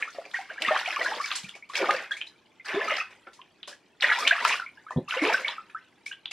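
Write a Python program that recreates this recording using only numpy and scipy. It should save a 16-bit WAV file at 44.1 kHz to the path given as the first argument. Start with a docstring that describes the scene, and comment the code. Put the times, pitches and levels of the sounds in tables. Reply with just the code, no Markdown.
"""Inside a barn, bare feet tread crushed grapes in a plastic tub: five slow strokes.
Each stroke churns the must into clouds of bubbles and spray. Large air pockets ring and pop,
the hollow under the foot gulps, soles slap, wet skins splat and juice drips back.
Once a heel thumps the tub. The tub wall and the barn echo over faint still air."""
import sys
import numpy as np
from scipy import signal
from scipy.fft import rfft, irfft, next_fast_len
from scipy.io import wavfile
from scipy.ndimage import uniform_filter1d, map_coordinates

SR = 44100
rng = np.random.default_rng(int(sys.argv[2]) if len(sys.argv) > 2 else 0)


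def write(x):
    x = np.atleast_2d(x).T
    wavfile.write(sys.argv[1], SR, np.round(np.clip(x, -1, 1) * 32767).astype(np.int16))

N = 278705


def amp(db):
    """Decibels to gain."""
    return 10 ** (np.asarray(db) / 20)


def unit(x):
    """Scale to rms 1."""
    return x / np.sqrt(np.mean(x ** 2) + 1e-20)


def along(points, hz):
    """Interpolate (freq_hz, value) points on a log axis."""
    freqs_hz, values = np.transpose(points)
    return np.interp(np.log(hz + 1), np.log(freqs_hz), values)


def filtered(x, response):
    """Apply a zero-phase gain, response(hz)."""
    size = next_fast_len(N + SR // 2)
    return irfft(rfft(x, size) * response(np.fft.rfftfreq(size, 1 / SR)), size)[..., :N]


def coloured(x, spectrum):
    """Shape by (freq_hz, gain_db) points; rms 1."""
    return unit(filtered(x, lambda hz: amp(along(spectrum, hz))))


def add(track, start_s, sound):
    """Mix a sound into a track."""
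    start = int(np.clip(start_s * SR, 0, len(track) - 1))
    track[start:start + len(sound)] += sound[:len(track) - start]


def jitter(t, per_s):
    """Smooth random motion, rms about 1."""
    knots = t * per_s
    return map_coordinates(rng.standard_normal(int(knots[-1]) + 2), [knots])


PITCH_WOBBLE, LEVEL_WOBBLE = 0.032, 0.22
def wobble(t, depth):
    """Pulp pressure on a bubble wall: a factor wavering about 1."""
    return 1 + depth * jitter(t, per_s=260)


def bubble(t, hz, life_s, rise, swell):
    """A bubble rings up, dies, and climbs in pitch as it nears the surface."""
    age = t / life_s
    pitch_hz = hz * (1 + rise * np.minimum(age, 2) ** 2)
    envelope = (1 - np.exp(-age / swell)) ** 2 * np.exp(-age ** 1.3)
    return envelope * np.sin(2 * np.pi * np.cumsum(pitch_hz, axis=-1) / SR)


def froth(spectrum, band_hz, per_s, cycles, rush, spread_db):
    """Small damped bubbles of random size over rushing juice; rms 1."""
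    low_hz, high_hz = band_hz
    when, size, strength, damping = rng.random((int(per_s * N / SR), 4)).T[..., None]
    hz = low_hz * (high_hz / low_hz) ** size
    life_s = cycles * (0.5 + damping) / hz
    samples = np.arange(int(2 * cycles / low_hz * SR))
    rings = bubble(np.float32(samples / SR), np.float32(hz), np.float32(life_s), rise=0, swell=0.24)
    rings = rings * np.sqrt(hz) * amp(spread_db * np.minimum(-np.log(1 - strength), 3))
    positions = (when * N).astype(int) + samples
    cloud = np.bincount(positions.ravel(), rings.ravel(), N)[:N]
    return unit(coloured(cloud, spectrum) + rush * coloured(rng.standard_normal(N), spectrum))


# Barn air: freq_hz, gain_db
AIR_SPECTRUM = [(18, -57.5), (30, -19.5), (139, -11.5), (346, -5), (524, -13.5), (629, -11.5), (1340, -19),
                (2920, -19.5), (3320, -20.5), (3680, -25.5), (5730, -29), (15000, -53)]
def still_air():
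    """Faint steady noise, mid and side."""
    return amp([[-65.8], [-74.5]]) * coloured(rng.standard_normal((2, N)), AIR_SPECTRUM)


# Side relative to mid: freq_hz, gain_db
SIDE_SPECTRUM = [(125, -29), (400, -23), (1000, -25.5), (2500, -24), (3100, -19), (3900, -7.5),
                 (5500, -4.5), (7500, 1.5), (9500, 4), (14000, 2.5)]
def scattered(mid):
    """Sound from many directions: a phase-shuffled side signal, mostly treble."""
    bins = signal.stft(mid, nperseg=256)[2]
    shuffled = signal.istft(bins * np.exp(2j * np.pi * rng.random(bins.shape)), nperseg=256)[1][:N]
    return filtered(unit(shuffled) * np.std(mid), lambda hz: amp(along(SIDE_SPECTRUM, hz)))


# Decay of the barn: freq_hz, t60_s
BARN_DECAY = [(100, 0.25), (500, 0.14), (2000, 0.36), (5000, 0.056), (12000, 0.1)]
# Decay of the air in the tub: freq_hz, t60_s
TUB_AIR_DECAY = [(250, 0.086), (650, 0.13), (1100, 0.096), (2500, 0.16), (8000, 0.2)]
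def echoes(x, decay, gap_s):
    """Diffuse tails, crossfaded so the echo changes as the feet move."""
    hop = SR // 3
    out, padded = np.zeros(N + hop), np.pad(x, (hop, 2 * hop))
    crossfade = signal.windows.cosine(2 * hop)
    for start in range(0, N + hop, hop):
        hz, t, bins = signal.stft(rng.standard_normal(SR // 2), SR, nperseg=256)
        tail = signal.istft(bins * amp(-60 * t / along(decay, hz)[:, None]), SR, nperseg=256)[1]
        piece = padded[start:start + 2 * hop] * crossfade
        add(out, start / SR + gap_s, signal.fftconvolve(piece, tail / np.linalg.norm(tail)))
    return out[hop:]


def seepage(churn, settle_s=0.24):
    """Churned must keeps fizzing, fainter as it settles."""
    leak = 1 / (settle_s * SR)
    wetness = signal.lfilter([leak], [1, leak - 1], churn)
    spectrum = [(500, 4.5), (1200, -10), (2400, -2), (4000, -8.5), (7000, -18.5), (11000, -21),
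                (15000, -29.5)]
    fizz = froth(spectrum, band_hz=(800, 11000), per_s=400, cycles=10, rush=0.45, spread_db=2.5)
    return (amp(-29.5) * wetness + amp(-70)) * fizz


# Falling drops: start_s, pitch_hz, level_db, climb_hz_per_s
DRIPS = [(1.54, 2204, -42.5, 19800), (1.624, 2110, -39.5, 22200), (2.109, 1528, -21, 15400),
         (3.391, 1025, -42.5, 2500), (4.662, 2290, -33, 2000), (4.773, 1610, -42.5, 9240),
         (4.865, 1200, -38.5, 11940), (4.884, 1570, -39, 9160), (4.917, 1770, -36.5, 5880),
         (5.083, 1140, -32.5, 13350), (5.581, 1263, -29.5, 2980), (5.747, 1240, -27, 17600)]
def drips(attack_s=0.00092, life_s=0.011):
    """Each drop traps a bubble that rings and glides upward."""
    out, t = np.zeros(N), np.arange(SR // 15) / SR
    envelope = (1 - np.exp(-t / attack_s)) ** 2 * np.exp(-t / life_s)
    for start_s, hz, db, climb_hz_per_s in DRIPS:
        gain = amp(db + 3) * envelope * wobble(t, LEVEL_WOBBLE)
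        pitch_hz = (hz + climb_hz_per_s * t) * wobble(t, PITCH_WOBBLE)
        add(out, start_s, gain * np.sin(2 * np.pi * np.cumsum(pitch_hz) / SR))
    return out


# Modes of the loaded tub: pitch_hz, level_db, t60_s
TUB_MODES = [(157, 7.5, 0.046), (221, -10, 0.11), (347, -5, 0.06), (407, -7, 0.06), (505, -6, 0.07),
             (815, -16.5, 0.081)]
def heel_thump(start_s=4.961, attack_s=0.0027, thud_t60_s=0.11):
    """The heel lands, then the full weight; both ring the juice-damped tub."""
    out, t = np.zeros(N), np.arange(SR // 3) / SR
    ring = sum(amp(db - 60 * t / t60_s) * np.sin(2 * np.pi * hz * t) for hz, db, t60_s in TUB_MODES)
    onset = 1 - np.exp(-t / attack_s)
    spectrum = [(70, -33.5), (150, 11), (600, -5), (950, -9), (1600, -60.5)]
    lowest_hz = TUB_MODES[0][0]
    for delay_s, db in [(0, -21.5), (2 / lowest_hz, -19.5)]:
        thud = coloured(rng.standard_normal(N), spectrum)[:len(t)] * amp(-60 * t / thud_t60_s)
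        add(out, start_s + delay_s, amp(db) * onset * (ring + 0.65 * thud))
    return out


# Soles on juice: start_s, level_db
SLAPS = [(0.621, -24.5), (1.756, -27), (1.909, -27.5), (4.277, -17.5), (4.450, -23)]
def slaps(life_s=0.0031):
    """A sole hits the surface with one short, broad crack."""
    out, t = np.zeros(N), np.arange(SR // 50) / SR
    for start_s, db in SLAPS:
        add(out, start_s, amp(db + 8) * np.exp(-t / life_s) * rng.standard_normal(len(t)))
    spectrum = [(120, -53.5), (500, -21), (3000, 9.5), (6000, -7.5), (10000, -20.5), (15000, -33.5)]
    return filtered(out, lambda hz: amp(along(spectrum, hz)))


# Hollows under a sinking foot: deepest_s, lowest_hz, level_db
GULPS = [(.708, 600, -35), (1.82, 369.6, -34), (2.75, 309.5, -31), (4.175, 850, -34), (5.228, 285, -26)]
def gulps(fall_oct_per_s=22, rise_oct_per_s=14, swell_s=0.014, fade_s=0.073, bandwidth_ratio=0.3):
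    """A hollow rings roughly; pitch sinks as it opens, climbs as the must closes in."""
    out, t = np.zeros(N), np.arange(SR // 3) / SR
    lead_s = t[-1] / 3
    opening_s, closing_s = np.maximum(lead_s - t, 0), np.maximum(t - lead_s, 0)
    envelope = np.exp(-(opening_s / swell_s) ** 2 - (closing_s / fade_s) ** 2)
    glide = 2 ** (fall_oct_per_s * opening_s + rise_oct_per_s * closing_s)
    for deepest_s, hz, db in GULPS:
        phase = 2 * np.pi * np.cumsum(hz * glide) / SR
        ring = sum(jitter(t, bandwidth_ratio * hz) * wave(phase) for wave in (np.sin, np.cos))
        add(out, deepest_s - lead_s, amp(db) * envelope * ring)
    return out


def lesser_pockets(churn, per_s=32, low_hz=867, high_hz=2547, life_s=0.004):
    """Notes of small pockets freed by churning and choked by the pulp."""
    for slot, (when, size) in enumerate(rng.random((int(per_s * N / SR), 2))):
        start_s = (slot + when) / per_s
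        churn_db = 20 * np.log10(churn[min(int(start_s * SR), N - 1)] + 1e-9)
        yield start_s, low_hz * (high_hz / low_hz) ** size, churn_db + 4, life_s


# Bursting air pockets: start_s, pitch_hz, level_db
POPS = [(.025, 2296, -15.5), (.106, 6450, -37), (.184, 573, -27), (.253, 2375, -33), (0.314, 3460, -36),
        (0.762, 1238, -15), (0.862, 2870, -23.5), (.906, 2360, -21.5), (0.961, 2385, -16.5),
        (1.315, 3140, -18.5), (1.317, 2390, -21.5), (1.315, 1136, -27), (1.493, 3200, -29.5),
        (1.553, 2510, -34), (1.755, 2360, -13.5), (1.842, 1220, -15.5), (1.907, 1714, -14.5),
        (2.214, 2770, -21), (2.221, 2460, -27), (2.907, 1970, -16.5), (2.938, 1890, -21),
        (3.272, 563, -46.5), (3.416, 2740, -34), (3.631, 3290, -27), (4.001, 2110, -35),
        (4.009, 3990, -23.5), (4.023, 3270, -9.5), (4.03, 2170, -15), (4.084, 2060, -18), (4.1, 1964, -13),
        (4.119, 1575, -12.5), (4.269, 2430, -11), (4.275, 2950, -6), (4.319, 1730, -15.5), (4.45, 1196, -8),
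        (4.495, 2040, -13), (4.509, 2140, -16.5), (4.538, 1710, -21.5), (4.598, 1470, -21),
        (4.907, 1127, -26), (5.109, 2756, -16.5), (5.251, 2615, -14), (5.482, 3260, -16.5),
        (6.126, 3020, -28), (6.257, 2940, -21.5)]
def bursting_pockets(cycles=3.15, resnap_s=0.0022):
    """Notes of pockets that snap open; the skin snaps again, softer."""
    for (start_s, hz, db), (wait, step) in zip(POPS, rng.random((len(POPS), 2))):
        yield start_s, hz, db, cycles / hz
        yield start_s + resnap_s * (0.5 + wait), hz * (0.75 + 0.5 * step), db - 5, cycles / hz


# Large submerged air pockets, plus one thin high squirt at 1.36 s: start_s, pitch_hz, level_db
SUBMERGED = [(0.024, 1653, -29), (0.076, 1264, -32), (0.187, 641, -32.5), (0.342, 1870, -21.5),
             (0.363, 1485, -28.5), (.388, 762, -30.5), (0.5, 1470, -30.5), (0.508, 620, -38.5),
             (0.579, 1754, -30), (.648, 1883, -19), (0.679, 240, -36), (.685, 1214, -18),
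             (.708, 608, -18.5), (0.746, 890, -25.5), (0.857, 2330, -23.5), (.875, 710, -26),
             (0.965, 1115, -23.5), (1.006, 650, -24.5), (1.012, 1960, -19.5), (1.046, 1503, -26),
             (1.061, 1614, -18), (1.118, 830, -23.5), (1.2, 1124, -22), (1.241, 2230, -24),
             (1.36, 7400, -29.5), (1.437, 165, -38.5), (1.443, 2264, -36.5), (1.697, 1087, -33),
             (1.795, 561, -31.5), (1.813, 514, -30), (1.824, 346, -29), (1.886, 730, -19.5),
             (1.89, 1170, -17.5), (2.117, 3330, -27), (2.167, 2095, -29.5), (2.206, 2400, -33),
             (2.27, 3950, -38), (2.597, 2130, -38.5), (2.743, 312, -22.5), (2.754, 680, -30.5),
             (2.769, 358, -30.5), (2.81, 1700, -22), (2.879, 1270, -24), (2.908, 1221, -22.5),
             (2.917, 578, -26.5), (3.001, 2582, -18.5), (3.01, 1288, -28), (3.271, 1334, -39),
             (3.727, 1606, -41.5), (4.035, 570, -28.5), (4.041, 1818, -15), (4.098, 1953, -16.5),
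             (4.114, 1616, -16.5), (4.224, 1178, -22), (4.25, 2172, -22.5), (4.309, 1600, -10),
             (4.32, 663, -27), (4.425, 955, -26.5), (4.536, 1736, -28), (4.619, 1305, -30),
             (4.971, 3400, -45.5), (5.078, 2700, -35.5), (5.122, 1388, -25.5), (5.165, 489, -26),
             (5.171, 2743, -25.5), (5.19, 2160, -26.5), (5.216, 2140, -23.5), (5.218, 280, -24),
             (5.239, 426, -27), (5.261, 1136, -26), (5.276, 420, -21), (5.295, 910, -20),
             (5.341, 1478, -12.5), (5.446, 2212, -22), (5.486, 946, -28.5), (6.062, 2178, -28.5),
             (6.112, 1610, -36), (6.115, 2800, -35)]
def submerged_pockets(shed_wait_s=0.012, shed_step=0.12):
    """Notes of pockets that ring, tear and shed a smaller, shorter-lived one."""
    life_s = lambda hz: 0.00821 * (hz / 1000) ** -0.3
    for (start_s, hz, db), (wait, step) in zip(SUBMERGED, 0.5 + rng.random((len(SUBMERGED), 2))):
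        yield start_s, hz, db, life_s(hz)
        shed_hz = hz * (1 + shed_step * step)
        yield start_s + shed_wait_s * wait, shed_hz, db - 13.5, life_s(shed_hz)


def air_pockets(churn, shallow_rise=0.066):
    """Each pocket rings one note; some climb in pitch, others hold it."""
    out, t = np.zeros(N), np.arange(SR // 15) / SR
    for start_s, hz, db, life_s in [*bursting_pockets(), *submerged_pockets(), *lesser_pockets(churn)]:
        pitch_hz = hz * wobble(t, PITCH_WOBBLE)
        ring = bubble(t, pitch_hz, life_s, rise=shallow_rise * rng.random(), swell=0.21)
        add(out, start_s, amp(db + 5.5) * ring * wobble(t, LEVEL_WOBBLE))
    return out


def stirring(lead_s=0.0024, attack_s=0.0017, life_s=0.0095, split_hz=700):
    """Large pockets stir the pulp: envelopes of gurgle (low pockets) and squelch (high ones)."""
    drive, t = np.zeros((2, N)), np.arange(SR // 2) / SR
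    envelope = (1 - np.exp(-t / attack_s)) * np.exp(-t / life_s)
    for start_s, hz, db in SUBMERGED + POPS:
        add(drive[int(hz > split_hz)], start_s - lead_s, amp(db - 20) * envelope)
    return drive


# Wet skins and juice landing: start_s, gurgle_db, squelch_db, smack_db, life_ms
SPLATS = [(0.0, -45, -35, -47.5, 30), (0.146, -44, -46, -58, 43), (.245, -41.5, -60.5, -67, 22),
          (0.335, -67.5, -36, -48.5, 58), (0.489, -54.5, -46, -69, 270), (1.352, -75, -50, -30, 22.6),
          (1.43, -68, -52.5, -45, 16), (1.486, -64, -42.5, -42.5, 10), (1.55, -42, -45.5, -49, 18.6),
          (1.69, -72.5, -48.5, -51.5, 63), (2.108, -55, -44.5, -48, 44), (2.168, -69, -56.5, -44.5, 15),
          (2.214, -64, -63, -77, 24), (2.264, -72, -64, -50.5, 12), (3.105, -46, -47, -58.5, 22),
          (3.267, -37.5, -44, -78, 15), (3.331, -78, -69, -54, 33), (3.674, -41, -38.5, -39.5, 25.3),
          (4.474, -43, -39.5, -26.5, 15), (4.904, -38, -68, -52.5, 24.5), (5.697, -73, -42.5, -64, 8.6),
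          (6.059, -74, -47.5, -40.5, 22), (6.31, -57, -34, -39, 43)]
def splats(attack_s=0.0023):
    """Each landing jumps and dies away: envelopes of gurgle, squelch and smack."""
    drive, t = np.zeros((3, N)), np.arange(SR // 2) / SR
    for start_s, *levels_db, life_ms in SPLATS:
        envelope = (1 - np.exp(-t / attack_s)) * np.exp(-t * 1000 / life_ms)
        for track, db in zip(drive, levels_db):
            add(track, start_s, amp(db) * envelope)
    return drive


# Foot pushes, several a stroke: start_s, hold_s, gurgle_db, squelch_db, spray_db
PUSHES = [(0.0, .55, -68, -62, -58), (0.598, 0.033, -32, -36, -42.5), (0.652, 0.14, -40, -27.5, -43),
          (0.849, 0.088, -49, -34, -42), (0.971, 0.2, -34.5, -34.5, -42.5), (1.201, 0.15, -76, -38.5, -44),
          (1.402, .1, -66, -57.5, -59.5), (1.73, 0.053, -38, -29.5, -41.5), (1.789, 0.16, -26, -31.5, -46),
          (1.938, 0.097, -42.5, -38, -54), (2.644, 0.026, -83, -39, -47), (2.664, 0.088, -40, -32, -49),
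          (2.766, 0.15, -33.5, -34, -51.5), (2.891, 0.086, -40, -29, -44.5), (4, 0.025, -74, -44.5, -43),
          (4.019, 0.12, -39, -25.5, -40), (4.161, 0.11, -36.5, -35, -39.5),
          (4.255, 0.16, -59.5, -28.5, -47), (4.393, 0.045, -36, -39, -41),
          (4.439, 0.099, -40.5, -27, -36.5), (5.083, 0.051, -75.5, -39, -40.5),
          (5.116, 0.068, -40, -31, -46), (5.209, 0.12, -28.5, -27, -39), (5.354, 0.058, -39, -35, -50),
          (5.438, 0.074, -43, -35, -48.5)]
# Response of gurgle, squelch and spray: attack_s, sag_db_per_s, release_s
PUSH_RESPONSE = [(0.022, 22, 0.027), (.012, 0, 0.034), (0.012, 8, .036)]
def pushes():
    """Each push swells, holds and drains: envelopes of gurgle, squelch and spray."""
    drive = np.zeros((3, N))
    for start_s, hold_s, *levels_db in PUSHES:
        start = int(start_s * SR)
        t = np.arange(min(SR, N - start)) / SR
        span = slice(start, start + len(t))
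        for track, db, (attack_s, sag_db_per_s, release_s) in zip(drive, levels_db, PUSH_RESPONSE):
            swell = amp(db - sag_db_per_s * t) * (1 - np.exp(-t / attack_s))
            drain = np.exp(-np.maximum(t - hold_s, 0) / release_s)
            track[span] = np.hypot(track[span], swell * drain)
    return drive


def surges(per_s, life_s, depth):
    """Random surges: the flow jumps and sinks back, making the spray crackle; rms 1."""
    jumps = (rng.random(N) < per_s / SR) * rng.uniform(0.13, 1, N)
    surge = signal.lfilter([1], [1, -np.exp(-1 / (life_s * SR))], jumps)
    return unit(1 + depth * uniform_filter1d(surge, size=66))


# Spectra of deep juice, pulp, fine spray and peeling wet skin: freq_hz, gain_db
GURGLE = [(50, -49.5), (150, -7), (300, -5.5), (600, 11), (850, 2.5), (1300, -8.5), (3000, -50.5)]
SQUELCH = [(300, -38), (700, -9), (1100, -2.5), (1800, 4.5), (3000, 0), (4200, -11), (7000, -24),
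           (15000, -53)]
SPRAY = [(1500, -28.5), (3500, -1), (5000, 2), (7000, -9.5), (10000, -15.5), (13000, -20.5), (15500, -47)]
SMACK = [(1500, -10.5), (3000, 3.5), (4500, 3.5), (6500, 1), (9000, -7), (11000, -11.5), (15000, -32.5)]
def treading():
    """Pushes and splats drive four bubble clouds; seepage and lesser pockets follow the churn."""
    push_gurgle, push_squelch, push_spray = pushes()
    splat_gurgle, splat_squelch, splat_smack = splats()
    deep, churn = np.hypot([push_gurgle + splat_gurgle, push_squelch + splat_squelch], stirring())
    flutter = surges(per_s=76, life_s=0.0095, depth=0.62)
    crackle = surges(per_s=29, life_s=0.012, depth=2.4)
    gurgle = froth(GURGLE, band_hz=(236, 1116), per_s=440, cycles=3.6, rush=0.45, spread_db=3)
    squelch = froth(SQUELCH, band_hz=(738, 4250), per_s=1050, cycles=6.8, rush=0.38, spread_db=4.5)
    spray = froth(SPRAY, band_hz=(3200, 14000), per_s=1300, cycles=9, rush=0.4, spread_db=3.5)
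    smack = froth(SMACK, band_hz=(2500, 11000), per_s=2000, cycles=3.5, rush=1, spread_db=2.5)
    gurgle *= amp(-4.5) * deep
    squelch *= amp(-2.25) * churn * flutter
    spray *= amp(-1) * push_spray * unit(flutter ** 0.27 * crackle)
    smack *= amp(-1) * splat_smack
    return gurgle + squelch + spray + smack + seepage(churn) + air_pockets(churn)


def scene():
    """The tub wall echoes first, the barn later; treble and still air spread wide."""
    must = treading() + gulps() + drips() + slaps() + heel_thump()
    tub = must + amp(-5) * echoes(must, TUB_AIR_DECAY, gap_s=0.004)
    barn = tub + amp(-21.5) * echoes(tub, BARN_DECAY, gap_s=0.014)
    mid, side = np.array([barn, scattered(barn)]) + still_air()
    return np.array([mid + side, mid - side])


LOW_CUT_HZ, TOP_HZ = 62, 15700
def record(dry):
    """Cut the deepest rumble and the highest treble."""
    high_passed = signal.sosfilt(signal.butter(2, LOW_CUT_HZ, "high", fs=SR, output="sos"), dry)
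    return filtered(high_passed, lambda hz: hz < TOP_HZ)


dry = scene()
out = record(dry)
write(out)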